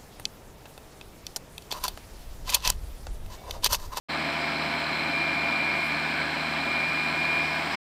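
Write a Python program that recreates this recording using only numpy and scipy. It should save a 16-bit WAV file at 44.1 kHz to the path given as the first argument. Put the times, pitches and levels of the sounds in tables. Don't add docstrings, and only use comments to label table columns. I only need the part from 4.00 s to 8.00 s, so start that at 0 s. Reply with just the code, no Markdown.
import sys
import numpy as np
from scipy import signal
from scipy.fft import rfft, irfft
from scipy.io import wavfile
from scipy.ndimage import map_coordinates

SR = 44100
rng = np.random.default_rng(int(sys.argv[2]) if len(sys.argv) > 2 else 0)


def to_wav(sig):
    pcm = np.clip(np.atleast_2d(sig), -1, 1) * 32767
    pcm = np.round(pcm).astype(np.int16)
    wavfile.write(sys.argv[1], SR, pcm.T)


N = 176400
T = np.arange(N) / SR
BIN_HZ = np.fft.rfftfreq(N, 1 / SR)
CYLINDERS = 6


def amp(db):
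    return 10 ** (np.asarray(db) / 20)


def unit(x):
    return x / np.sqrt(np.mean(x ** 2) + 1e-20)


def curve(points):
    return np.interp(T, *np.transpose(points))


def colour(x, spectrum):
    hz, db = np.transpose(spectrum)
    eq_db = np.interp(np.log(BIN_HZ + 1), np.log(hz), db, left=-70, right=-70)
    return unit(irfft(rfft(x) * amp(eq_db), N))


def wander(rate_hz):
    lowpass = (BIN_HZ > 0) / (1 + (BIN_HZ / rate_hz) ** 4)
    return unit(irfft(rfft(rng.standard_normal(N)) * lowpass, N))


def tone(turns):
    return np.sqrt(2) * np.sin(2 * np.pi * (turns + rng.random()))


def clatter(cycles, pulse, repeat, size=3300):
    one_cycle = irfft(np.exp(2j * np.pi * rng.random(size // 2 + 1)), size)
    loop = map_coordinates(one_cycle, [cycles % 1 * size], order=3, mode="grid-wrap")
    noise = np.sqrt(repeat) * unit(loop) + np.sqrt(1 - repeat) * rng.standard_normal(N)
    firings = cycles * CYLINDERS
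    uneven = rng.standard_normal(CYLINDERS)
    force = 1 + 0.18 * unit(uneven - uneven.mean())[firings.astype(int) % CYLINDERS]
    return noise * np.exp(pulse * force * (1 - np.cos(2 * np.pi * firings)))


# harmonic of the two-turn engine cycle, level in dB.
EXHAUST_HARMONICS = [(6, -52.5), (12, -45), (18, -46.5), (21, -58), (22, -57), (24, -59.5), (30, -60.5),
                     (55, -55.5), (60, -56.5), (72, -57), (75, -51.5), (84, -49)]

def exhaust(cycles):
    return sum(amp(db) * tone(harmonic * cycles) * (1 + 0.12 * wander(5))
               for harmonic, db in EXHAUST_HARMONICS)


# pitch in Hz, level in dB.
ROTOR_AND_FAN = [(22.4, -72.5), (56, -67)]

def rotor_hum():
    return sum(amp(db) * tone(hz * T) for hz, db in ROTOR_AND_FAN)


# time in seconds, level in dB before trim.
WHINE_LEVELS = [(0.1, -47), (0.3, -38), (0.45, -40), (0.7, -40.5), (0.81, -48), (0.97, -37.5), (1.1, -37.5),
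                (1.15, -30), (1.45, -32.5), (1.6, -30), (1.83, -33), (2.22, -38), (2.32, -48),
                (2.45, -39.5), (2.62, -37), (2.73, -30.5), (3.06, -30.5), (3.13, -40.5), (3.18, -30),
                (3.4, -28), (3.5, -37), (3.57, -34), (3.62, -51)]

def gear_whine(cycles, teeth=92, trim_db=0.26):
    shaft_turns = 2 * cycles
    wobble = 1 + 0.12 * tone(shaft_turns) + 0.1 * wander(30)
    return amp(curve(WHINE_LEVELS) + trim_db) * unit(wobble * tone(teeth * shaft_turns))


# frequency in Hz, relative gain in dB.
HOUSING_EQ = [(1900, -47), (2060, -9), (2160, -0.5), (2300, -2.5), (2420, -4.5), (2500, -3.5), (2580, -22),
              (2800, -44)]
# time in seconds, level in dB before trim.
RATTLE_LEVELS = [(0.12, -38), (0.43, -35), (0.52, -36.5), (1.66, -32), (2.55, -36), (2.71, -32.5),
                 (3.5, -34), (3.52, -35), (3.72, -35.5)]

def gear_rattle(cycles, trim_db=-1):
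    rattle = colour(clatter(cycles, pulse=0.22, repeat=0.34), HOUSING_EQ)
    return amp(curve(RATTLE_LEVELS) + trim_db) * rattle


# frequency in Hz, relative gain in dB.
BLOCK_EQ = [(3500, -40.5), (3870, -12.5), (4090, 4), (4270, -3.5), (4500, -20), (4900, -39)]
# time in seconds, level in dB before trim and flicker.
KNOCK_LEVELS = [(0.09, -40), (0.11, -32), (0.16, -48), (0.55, -45), (0.575, -34.5), (0.62, -41), (0.8, -39),
                (0.93, -37), (1.05, -40), (1.37, -47.5), (1.75, -43.5), (2.3, -42.5), (3.1, -44.5),
                (3.72, -50)]

def knock(cycles, trim_db=-1.7):
    flicker_db = 1.85 * wander(22)
    ring = colour(clatter(cycles, pulse=0.45, repeat=0.35), BLOCK_EQ)
    return amp(curve(KNOCK_LEVELS) + trim_db + flicker_db) * ring


# frequency in Hz, relative gain in dB.
ROAR_EQ = [(20, -38), (45, -34.5), (90, -25), (130, -16), (185, -8.5), (235, -4), (285, -3.5), (340, -4),
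           (395, -14), (440, -10), (495, -17), (555, -6.5), (615, -9.5), (680, -1.5), (745, -7.5),
           (810, -3.5), (890, -7), (990, -5.5), (1160, -8), (1205, -5.5), (1290, -12.5), (1345, -4),
           (1400, -11), (1800, -6.5), (1920, -9.5), (2650, -9.5), (2800, -15), (3070, -11), (3600, -16),
           (4100, -12.5), (4600, -19), (4950, -22), (5600, -32), (6350, -41), (9000, -58)]

def roar(cycles, level_db=-31.5):
    swell_db = 0.43 * wander(12)
    return amp(level_db + swell_db) * colour(clatter(cycles, pulse=0.1, repeat=0.27), ROAR_EQ)


# frequency in Hz, relative gain in dB.
CASING_EQ = [(1350, -42.5), (1470, 0.5), (1530, -2), (1620, -0.5), (1720, 0), (1900, -33)]
# time in seconds, level in dB before trim.
DRONE_LEVELS = [(0.12, -47), (0.34, -41.5), (1.75, -40), (2.19, -33), (2.42, -40), (3.61, -37.5),
                (3.62, -46), (3.72, -40)]

def casing_drone(cycles, trim_db=-2):
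    drone = colour(clatter(cycles, pulse=0.18, repeat=0.61), CASING_EQ)
    return amp(curve(DRONE_LEVELS) + trim_db) * drone


# pitch in Hz, width in Hz, opening level in dB, closing level in dB.
PANEL_MODES = [(286, 8.8, -47, -54), (678.6, 16, -42.5, -49.5), (997, 6.5, -66, -43.5),
               (1214, 16, -47.5, -52), (1488, 6.2, -49.5, -49), (1636, 14, -56.5, -45)]

def panels():
    mix = np.zeros(N)
    for hz, width, first_db, last_db in PANEL_MODES:
        drift = wander(width) + 1j * wander(width)
        ring = unit((drift * np.exp(2j * np.pi * hz * T)).real)
        mix += amp(np.linspace(first_db, last_db, N)) * ring
    return mix


# frequency in Hz, relative gain in dB.
CHUTE_EQ = [(4400, -28), (4750, -4.5), (4980, 0), (5250, -6.5), (5600, -10.5), (6400, -25.5)]
# time in seconds, level in dB before trim.
SLIDE_LEVELS = [(0.12, -49.5), (0.55, -47), (0.85, -50.5), (2.67, -49.5), (3.39, -48.5), (3.47, -45),
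                (3.71, -49), (3.72, -42.5)]

def snow_slide(cycles, trim_db=-1):
    slide = colour(clatter(cycles, pulse=0.11, repeat=0.1), CHUTE_EQ)
    return amp(curve(SLIDE_LEVELS) + trim_db) * slide


# frequency in Hz, relative gain in dB.
SPRAY_EQ = [(4000, -17), (6350, -10.5), (7000, -4.5), (7550, 0), (8300, -1.5), (9500, -9), (11000, -15.5),
            (12400, -15), (12900, -7.5), (13300, -18.5), (13900, -15), (14600, -9.5), (15400, -9)]
# time in seconds, level in dB before trim.
SPRAY_LEVELS = [(0.12, -56.5), (0.28, -56.5), (1.74, -56.5), (1.76, -55), (2.09, -56.5), (3.72, -54.5)]

def snow_spray(cycles, trim_db=1.6, grain_db=1.0):
    grains = clatter(cycles, pulse=0.05, repeat=0) * amp(grain_db * wander(400))
    return amp(curve(SPRAY_LEVELS) + trim_db) * colour(grains, SPRAY_EQ)


# frequency in Hz, relative gain in dB.
FIZZ_EQ = [(8500, -31.5), (10300, 0), (11600, 0), (12600, -4), (15000, -15)]

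def fizz(peak_s=1.865, width_s=0.045, peak_db=-58.5):
    swell = np.exp(-((T - peak_s) / width_s) ** 2)
    return amp(peak_db) * swell * colour(rng.standard_normal(N), FIZZ_EQ)


# time in seconds, firings per second.
FIRING_RATE = [(0.1, 77.77), (0.3, 77.79), (0.45, 77.64), (0.7, 77.68), (1.05, 77.68), (1.2, 77.87),
               (1.45, 77.98), (1.63, 77.85), (1.85, 77.93), (2.17, 77.78), (2.5, 78.23), (2.7, 77.93),
               (2.98, 78.36), (3.2, 78.42), (3.42, 78.54), (3.58, 78.33), (3.75, 78.61)]

def scene():
    cycles = np.cumsum(curve(FIRING_RATE)) / SR / CYLINDERS
    drive = exhaust(cycles) + rotor_hum() + gear_whine(cycles) + gear_rattle(cycles) + knock(cycles)
    body = roar(cycles) + casing_drone(cycles) + panels()
    snow = snow_slide(cycles) + snow_spray(cycles)
    return (drive + body + snow + fizz())[None]


def record(dry):
    start_s, fade_in_s, stop_s, fade_out_s = 0.085, 0.016, 3.757, 0.0075
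    fade = np.clip((T - start_s) / fade_in_s, 0, 1) * np.clip((stop_s - T) / fade_out_s, 0, 1)
    lowpass = signal.firwin(801, cutoff=15560, window=("kaiser", 9), fs=SR)
    return signal.oaconvolve(dry * fade, lowpass[None], "same")


dry = scene()
out = record(dry)
to_wav(out)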